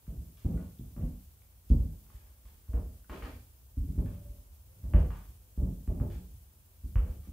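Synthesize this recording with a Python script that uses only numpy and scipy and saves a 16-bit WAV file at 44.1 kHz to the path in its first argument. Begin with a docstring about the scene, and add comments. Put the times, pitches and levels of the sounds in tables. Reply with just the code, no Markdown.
"""Uneven footsteps on a hollow plank floor in a small wooden hut.
Each footfall pushes the joists into a low boom, knocks the boards and rattles the planks; heels tap.
Rolling weight excites the joists, soles scuff as grainy noise, small parts tick, a board creaks.
Behind are far rumble and the hiss of a camera microphone; its noise suppressor
lets more treble through while the floor sounds."""
import sys
import numpy as np
from scipy import signal
from scipy.fft import rfft, irfft
from scipy.io import wavfile

SR = 44100
rng = np.random.default_rng(int(sys.argv[2]) if len(sys.argv) > 2 else 0)


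def to_wav(s):
    """Save 16-bit WAV."""
    ch = np.atleast_2d(s).T  # columns
    pcm = np.round(np.clip(ch, -1, 1) * 32767)  # PCM
    wavfile.write(sys.argv[1], SR, pcm.astype(np.int16))


def how_loud(loudness_db):
    """Turn decibels into a plain amplitude multiplier (0 dB gives 1, 20 dB gives 10)."""
    steps = np.asarray(loudness_db, float) / 20
    return 10 ** steps


N = 322812

# footfalls and their bounces: (time [s], boom [dB], board knock [dB], plank clatter [dB], settling [s])
FOOTFALLS = [(0.078, -30, -39, -62, 0.077), (0.171, -28.5, -46, -79, 0.036),
             (0.447, -16.5, -31, -49.5, 0.064), (0.538, -20.5, -33, -49, 0.036),
             (0.574, -35, -42, -57.5, 0.017), (0.794, -35, -36.5, -67, 0.043),
             (0.847, -41, -70, -84, 0.025), (0.963, -29, -40, -54, 0.059), (1.024, -21, -36, -52, 0.023),
             (1.049, -23.5, -36.5, -62, 0.018), (1.701, -9, -24, -47.5, 0.032),
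             (1.748, -18, -33, -63, 0.045), (1.789, -26.5, -43.5, -62.5, 0.08),
             (2.142, -35, -62, -80, 0.012), (2.447, -40, -59.5, -80, 0.0089),
             (2.687, -25.5, -51.5, -66, 0.23), (2.738, -17, -32.5, -44.5, 0.029),
             (3.095, -31.5, -47.5, -50.5, 0.066), (3.222, -29, -46, -72, 0.03),
             (3.771, -19, -36, -76, 0.12), (3.879, -30, -39.5, -63, 0.014),
             (3.978, -15.5, -28.5, -48.5, 0.048), (4.179, -36, -57, -67, 0.084),
             (4.288, -30, -62.5, -74, 0.099), (4.84, -26.5, -44.5, -59.5, 0.071),
             (4.938, -7, -29, -36, 0.035), (5.104, -37, -44.5, -60, 0.02),
             (5.576, -19, -31.5, -52.5, 0.074), (5.619, -16, -28, -57, 0.033), (5.718, -55, -40, -76, 0.02),
             (5.877, -17, -31, -51.5, 0.07), (6.001, -18.5, -31, -46, 0.047),
             (6.179, -33, -43.5, -63, 0.033), (6.837, -25.5, -49, -72, 0.05),
             (6.955, -9.5, -41, -53, 0.067), (7.273, -37, -45, -80.5, 0.059)]
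# left-right likeness of diffuse sound: (frequency [Hz], likeness [0..1])
LIKENESS = [(40, 0.9), (150, 0.92), (400, 0.73), (1000, 0.17), (2000, 0), (16000, 0)]


def rms_one(x):
    """Scales to an rms of one."""
    return x / np.sqrt(np.mean(x ** 2) + 1e-20)


def at_hz(points, hz):
    """Reads a table on a log-frequency axis."""
    table_hz, values = np.array(points)[:, 0], np.array(points)[:, 1]
    return np.interp(np.log(hz), np.log(table_hz), values)


def band_filter(x, order, hz, kind):
    """Causal Butterworth filter."""
    return signal.sosfilt(signal.butter(order, hz, kind, fs=SR, output="sos"), x)


def soften(x, hz):
    """Double one-pole low-pass: a click becomes a rounded push."""
    r = np.exp(-2 * np.pi * hz / SR)
    return signal.lfilter([(1 - r) ** 2], [1, -2 * r, r * r], x)


def coloured(x, spectrum):
    """Gives a white signal the shape of a spectrum, at minimum phase so that nothing sounds early."""
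    hz = np.maximum(np.arange(N // 2 + 1) * SR / N, 1)
    cepstrum = irfft(np.log(how_loud(at_hz(spectrum, hz))), N)
    cepstrum[1:N // 2] *= 2
    cepstrum[N // 2 + 1:] = 0
    return irfft(rfft(x) * np.exp(rfft(cepstrum)), N)


def body(force, modes):
    """Parallel decaying modes, all started in step by a blow."""
    out = 0
    for hz, level_db, t60_s in modes:
        r = how_loud(-60 / (t60_s * SR))
        w = 2 * np.pi * hz / SR
        ring = signal.lfilter([0, np.sin(w)], [1, -2 * r * np.cos(w), r * r], force + 1e-18)
        out = out + how_loud(level_db) * ring
    return out


def contacts(times_s, level_db, settle_s, after_db, per_s, swell_s):
    """One blow per contact, then small random bumps that swell and die while the foot settles."""
    force = np.zeros(N)
    t = np.arange(SR // 4) / SR
    for time_s, peak_db, settle in np.broadcast(times_s, level_db, settle_s):
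        start = round(time_s * SR)
        bumps = rng.standard_normal(len(t)) * (rng.random(len(t)) < per_s / SR)
        swell_and_die = np.exp(-t / max(settle, 0.003)) * (1 - np.exp(-t / swell_s))
        train = how_loud(after_db) * bumps * swell_and_die
        train[0] = 1   # the blow
        force[start:start + len(t)] += how_loud(peak_db) * train[:N - start]
    return force


def rattle(times_s, level_db, settle_s, spectrum, gain_db, after_db):
    """Hard small contacts, too dense in modes to count, given by their colour."""
    force = contacts(times_s, level_db, settle_s, after_db, per_s=700, swell_s=0.012)
    click = np.zeros(N)
    click[0] = 1
    ring = coloured(click, spectrum)[:SR // 4]
    return how_loud(gain_db) * signal.fftconvolve(force, ring)[:N] / np.abs(ring).max()


def hut(x, direct_db):
    """Direct sound plus a stereo tail of noise dying band by band."""
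    # decay of the room: (frequency [Hz], t60 [s])
    decay = [(200, 0.39), (700, 0.36), (2000, 0.43), (6000, 0.78)]
    t = np.arange(SR * 3 // 4) / SR
    edges_hz = 100 * 2 ** np.arange(0, 7.1, 0.5)
    white = rng.standard_normal((2, 2, len(t)))
    tail = 0
    for k, (low_hz, high_hz) in enumerate(zip(edges_hz, edges_hz[1:])):
        mid, side = band_filter(white[k % 2], 2, [low_hz, high_hz], "band")
        alike = np.clip(at_hz(LIKENESS, low_hz) + 0.02, 0, 1)
        t60_s = at_hz(decay, low_hz)
        stereo = np.sqrt(1 + alike) * mid + np.sqrt(1 - alike) * side * [[1], [-1]]
        tail = tail + stereo * how_loud(-60 * t / t60_s) / np.sqrt(t60_s)
    tail *= np.minimum(t / 0.0016, 1)   # the walls answer with a short rise
    tail /= np.sqrt(np.sum(tail ** 2) / 2)
    return how_loud(direct_db) * x + signal.fftconvolve(x[None], tail, axes=1)[:, :N]


def walk_through(x, direct_db, count):
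    """The walker moves on, so the hut answers differently from place to place."""
    place = np.linspace(0, count - 1, N)
    out = 0
    for k in range(count):
        nearness = np.maximum(1 - abs(place - k), 0) ** 0.5
        out = out + hut(x * nearness, direct_db)
    return out


def quiet():
    """Far rumble through the walls and flickering microphone hiss, alike in the bass only."""
    # spectrum of rumble and hiss: (frequency [Hz], level [dB per Hz])
    spectrum = [(25, -4.5), (55, 0.5), (95, -9.5), (145, -24.5), (270, -28), (520, -29.5), (950, -32),
                (1900, -38.5), (3200, -37), (4100, -39), (7000, -36), (11000, -33), (15000, -28.5),
                (17000, -38.5)]
    # steep band limit applied to this noise: (frequency [Hz], level [dB])
    band_limit = [(15700, 0), (15850, -50)]
    level_db, flicker_db, flicker_hz = -57.5, 0.44, 25   # flicker as rms

    def share(sign):
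        return [(hz, 10 * np.log10(np.clip(1 + sign * alike, 0.001, 2))) for hz, alike in LIKENESS]

    mid, side = rng.standard_normal((2, N))
    both = coloured(mid, share(1)) + coloured(side, share(-1)) * [[1], [-1]]
    noise = rms_one(coloured(coloured(both, spectrum), band_limit))
    flicker = flicker_db * rms_one(soften(rng.standard_normal(N), flicker_hz))
    return how_loud(level_db + flicker) * noise


def creak():
    """A board sings as it bends: a thin wavering tone swells, sags in pitch and fades."""
    # creaks: (time [s], length [s], starting pitch [Hz], level [dB])
    creaks = [(4.06, 0.43, 582, -67), (4.64, .15, 524, -78.5), (5.41, 0.24, 508, -84)]
    sag_hz_per_s = 32
    waver = 1 + 0.55 * rms_one(soften(rng.standard_normal(N), 25))
    out = 0
    for time_s, length_s, hz, level_db in creaks:
        t = np.clip(np.arange(N) / SR - time_s, 0, length_s)
        swell = np.sin(np.pi * np.sqrt(t / length_s))
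        tone = np.sin(2 * np.pi * (hz - sag_hz_per_s * t / 2) * t)
        out = out + how_loud(level_db) * swell * tone
    return np.sqrt(2) * waver * out


def ticks():
    """Small parts in shoe or board each ring briefly on one note."""
    # ticks: (time [s], pitch [Hz], level [dB], t60 [s])
    notes = [(0.575, 1456, -60, 0.087), (0.578, 1972, -66, 0.054), (0.789, 3490, -63.5, .01),
             (1.42, 2260, -60.5, .008), (2.102, 1155, -55, 0.017), (2.156, 1880, -62, 0.011),
             (3.045, 1490, -59.5, 0.012), (3.249, 1840, -49, 0.017)]
    out = 0
    for time_s, *mode in notes:
        click = np.arange(N) == round(time_s * SR)
        out = out + body(click, [mode])
    return out


def scuffs():
    """Grit under dragging soles: dense uneven grains, tilted about 1.5 kHz, duller above an edge."""
    # drags: (time [s], length [s], level [dB], brightness [dB per octave])
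    drags = [(0.363, 0.21, -70, 3), (0.564, 0.19, -69.5, -3), (1.688, 0.061, -66.5, 6),
             (2.085, 0.41, -70.5, -1), (2.45, 0.18, -68.5, 1), (3.09, 0.2, -54.5, -2),
             (3.224, 0.14, -52.5, -3.5), (4.052, 0.17, -63, -4), (4.987, .06, -64, 3.5),
             (5.098, 0.26, -65.5, -2.5), (6.097, 0.11, -57.5, -0.5), (7.05, 0.18, -65.5, -6),
             (7.228, 0.12, -70.5, -1.5)]
    edge_hz, top_db, fall_db_per_octave = 3364, -3.5, -3
    fade_db, fade_bend = -26.5, 1.47   # loss at the end of a drag; bend over one = holds, then lets go
    grains_per_s = 1200
    sizes = how_loud(3.83 * np.minimum(rng.exponential(1, N), 5)) * rng.choice([-1, 1], N)
    grit = sizes * (rng.random(N) < grains_per_s / SR)
    time_s, length_s, level_db, tilt_db = np.transpose(drags)
    done = (np.arange(N) / SR - time_s[:, None]) / length_s[:, None]
    strokes = (done > 0) * how_loud(fade_db * np.clip(done, 0, 4) ** fade_bend)
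    strokes = soften(strokes, 56)
    out = 0
    for octave in np.arange(-4.5, 1.6, 0.5):   # relative to the edge
        low_hz, high_hz = edge_hz * 2 ** octave, edge_hz * 2 ** (octave + 0.5)
        band = rms_one(band_filter(grit, 4, [low_hz, high_hz], "band"))
        above_db = (top_db + fall_db_per_octave * octave) * (octave >= 0)
        tilt = tilt_db * np.log2(min(low_hz, 5000) / 1500)
        out = out + band * (how_loud(level_db + above_db + tilt) @ strokes)
    return out * how_loud(-12)


def heels():
    """Hard heel edges tap the wood, duller or brighter as more or less of the edge strikes."""
    # taps: (time [s], level [dB], level added above the split [dB], settling [s])
    taps = [(0.068, -66, 4.5, 0.037), (0.453, -65, -3, 0.046), (0.539, -67, 1, 0.028),
            (0.574, -60, -5, 0.051), (0.965, -57.5, -5, 0.018), (1.015, -67, 8, 0.034),
            (2.066, -67, -3, .01), (2.68, -65, -10, .02), (2.734, -53, -7, 0.041),
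            (3.097, -45.5, -2, 0.067), (3.224, -47.5, 5, 0.035), (3.77, -68, -15, .015),
            (3.987, -60.5, 1, .012), (4.839, -66, -6, 0.037), (4.937, -42, 0.5, 0.033),
            (5.105, -47.5, -7, 0.041), (5.574, -66.5, -6, 0.038), (5.876, -59, 2, .015),
            (6, -50.5, -13, 0.019), (6.835, -72, -11, 0.018), (6.957, -45, 1, 0.027)]
    # colour of a tap: (frequency [Hz], level [dB per Hz])
    colour = [(700, 3), (1100, 10.5), (1500, 2.5), (2200, -3), (3000, -5), (3700, -29), (6000, -30.5)]
    split_hz = 1780
    time_s, level_db, bright_db, settle_s = np.transpose(taps)

    def part(part_db, kind):
        tapping = rattle(time_s, part_db, settle_s, colour, gain_db=10.5, after_db=-7.5)
        return band_filter(tapping, 4, split_hz, kind)

    return part(level_db, "low") + part(level_db + bright_db, "high")


def clatter():
    """The planks rattle at each footfall in hard small contacts."""
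    # colour of the planks: (frequency [Hz], level [dB per Hz])
    colour = [(200, -12.5), (320, -5), (450, -6.5), (620, -9), (800, -17.5), (1300, -32.5), (2000, -71)]
    time_s, _, _, clatter_db, settle_s = np.transpose(FOOTFALLS)
    return rattle(time_s, clatter_db, settle_s, colour, gain_db=5.5, after_db=1)


def knock():
    """The boards under the shoe ring shorter and higher than the joists."""
    # modes of the boards: (frequency [Hz], level [dB], t60 [s])
    boards = [(127, -0.5, 0.056), (155.4, 0.5, 0.094), (185.2, 0, 0.12), (215.2, -3.5, 0.15),
              (241.5, -4, 0.14), (268.8, 0, 0.096), (326, -7, 0.079), (381, -16.5, 0.11)]
    time_s, _, knock_db, _, settle_s = np.transpose(FOOTFALLS)
    force = contacts(time_s, knock_db, settle_s, after_db=0.5, per_s=210, swell_s=0.0033)
    push = soften(soften(force, 270), 466)
    return how_loud(-8.5) * body(push, boards)


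def weight():
    """Load envelope: each roll of the body loads the joists and lets go; at rest they murmur."""
    # body weight rolling over the joists: (time of most load [s], level [dB])
    rolls = [(0.3, -51), (0.65, -39), (1.02, -40), (1.83, -41), (3.35, -46), (3.96, -35), (4.2, -39.5),
             (4.86, -42), (4.998, -24), (5.3, -47), (5.77, -49), (6.14, -37.5), (6.34, -50), (7.012, -34),
             (7.2, -45.5)]
    rise_db_per_s, fall_db_per_s, rest_db = 151, 148, -58
    load = how_loud(rest_db)
    for time_s, level_db in rolls:
        t = np.arange(0, N, 64) / SR - time_s
        load = load + how_loud(level_db + np.minimum(rise_db_per_s * t, -fall_db_per_s * t))
    return np.repeat(load, 64)[:N]


def boom():
    """Soft heavy pushes and the rolling weight set the joists ringing."""
    # modes of joists and the air under the floor: (frequency [Hz], level [dB], t60 [s])
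    joists = [(39, -4, 0.46), (48.5, -0.5, 0.49), (56.6, 4.5, 0.24), (59.5, -7, 0.31), (67.6, 0.5, 0.36),
              (80.75, -6, 0.61), (96.5, -4, 0.33), (113.7, -23, 0.09)]
    time_s, boom_db, _, _, settle_s = np.transpose(FOOTFALLS)
    force = contacts(time_s, boom_db, settle_s, after_db=-9, per_s=120, swell_s=0.01)
    footfalls = how_loud(-3) * body(soften(force, 50), joists)
    rolling = weight() * rms_one(body(rng.standard_normal(N), joists))
    return footfalls + rolling


def scene():
    """Boom and knock sound nearly alike on both sides; the rest is heard mostly through the room."""
    lag_samples = 4   # the bass reaches the left port first
    small = ticks()
    near = clatter() + heels() + scuffs() + small + creak()
    boards = knock()
    lows = boom() + boards
    lows = np.array([lows, np.roll(lows, lag_samples)]) * how_loud([[-0.25], [0.25]])
    room = walk_through(near + how_loud(0.5) * boards, direct_db=-5.5, count=9)
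    return lows + room + how_loud(-8) * small + quiet()


def top_cut(x):
    """Nothing passes above the cut-off."""
    return signal.sosfilt(signal.butter(12, 16720, fs=SR, output="sos"), x)


def record(dry):
    """The microphone cuts the deepest bass; its suppressor lifts the treble when the boards sound."""
    release_db_per_s, threshold_db, range_db, lift_db = 160, -76, 11, 3.35
    heard = band_filter(dry, 4, 55, "high")
    sensed = band_filter(np.mean(heard, axis=0), 2, [200, 3000], "band")
    level_db = 10 * np.log10(soften(sensed ** 2, 25) + 1e-12)
    ramp_db = release_db_per_s * np.arange(N) / SR
    held_db = np.maximum.accumulate(level_db + ramp_db) - ramp_db   # peaks held, then released
    opening = np.clip((held_db - threshold_db) / range_db, 0, 1)
    opening = np.roll(opening, -SR // 50)   # looks 20 ms ahead
    opening_db = lift_db * soften(opening, 23)
    treble = signal.sosfiltfilt(signal.butter(2, 2400, "high", fs=SR, output="sos"), heard)
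    return top_cut(heard + treble * (how_loud(opening_db) - 1))


dry = scene()
out = record(dry)
to_wav(out)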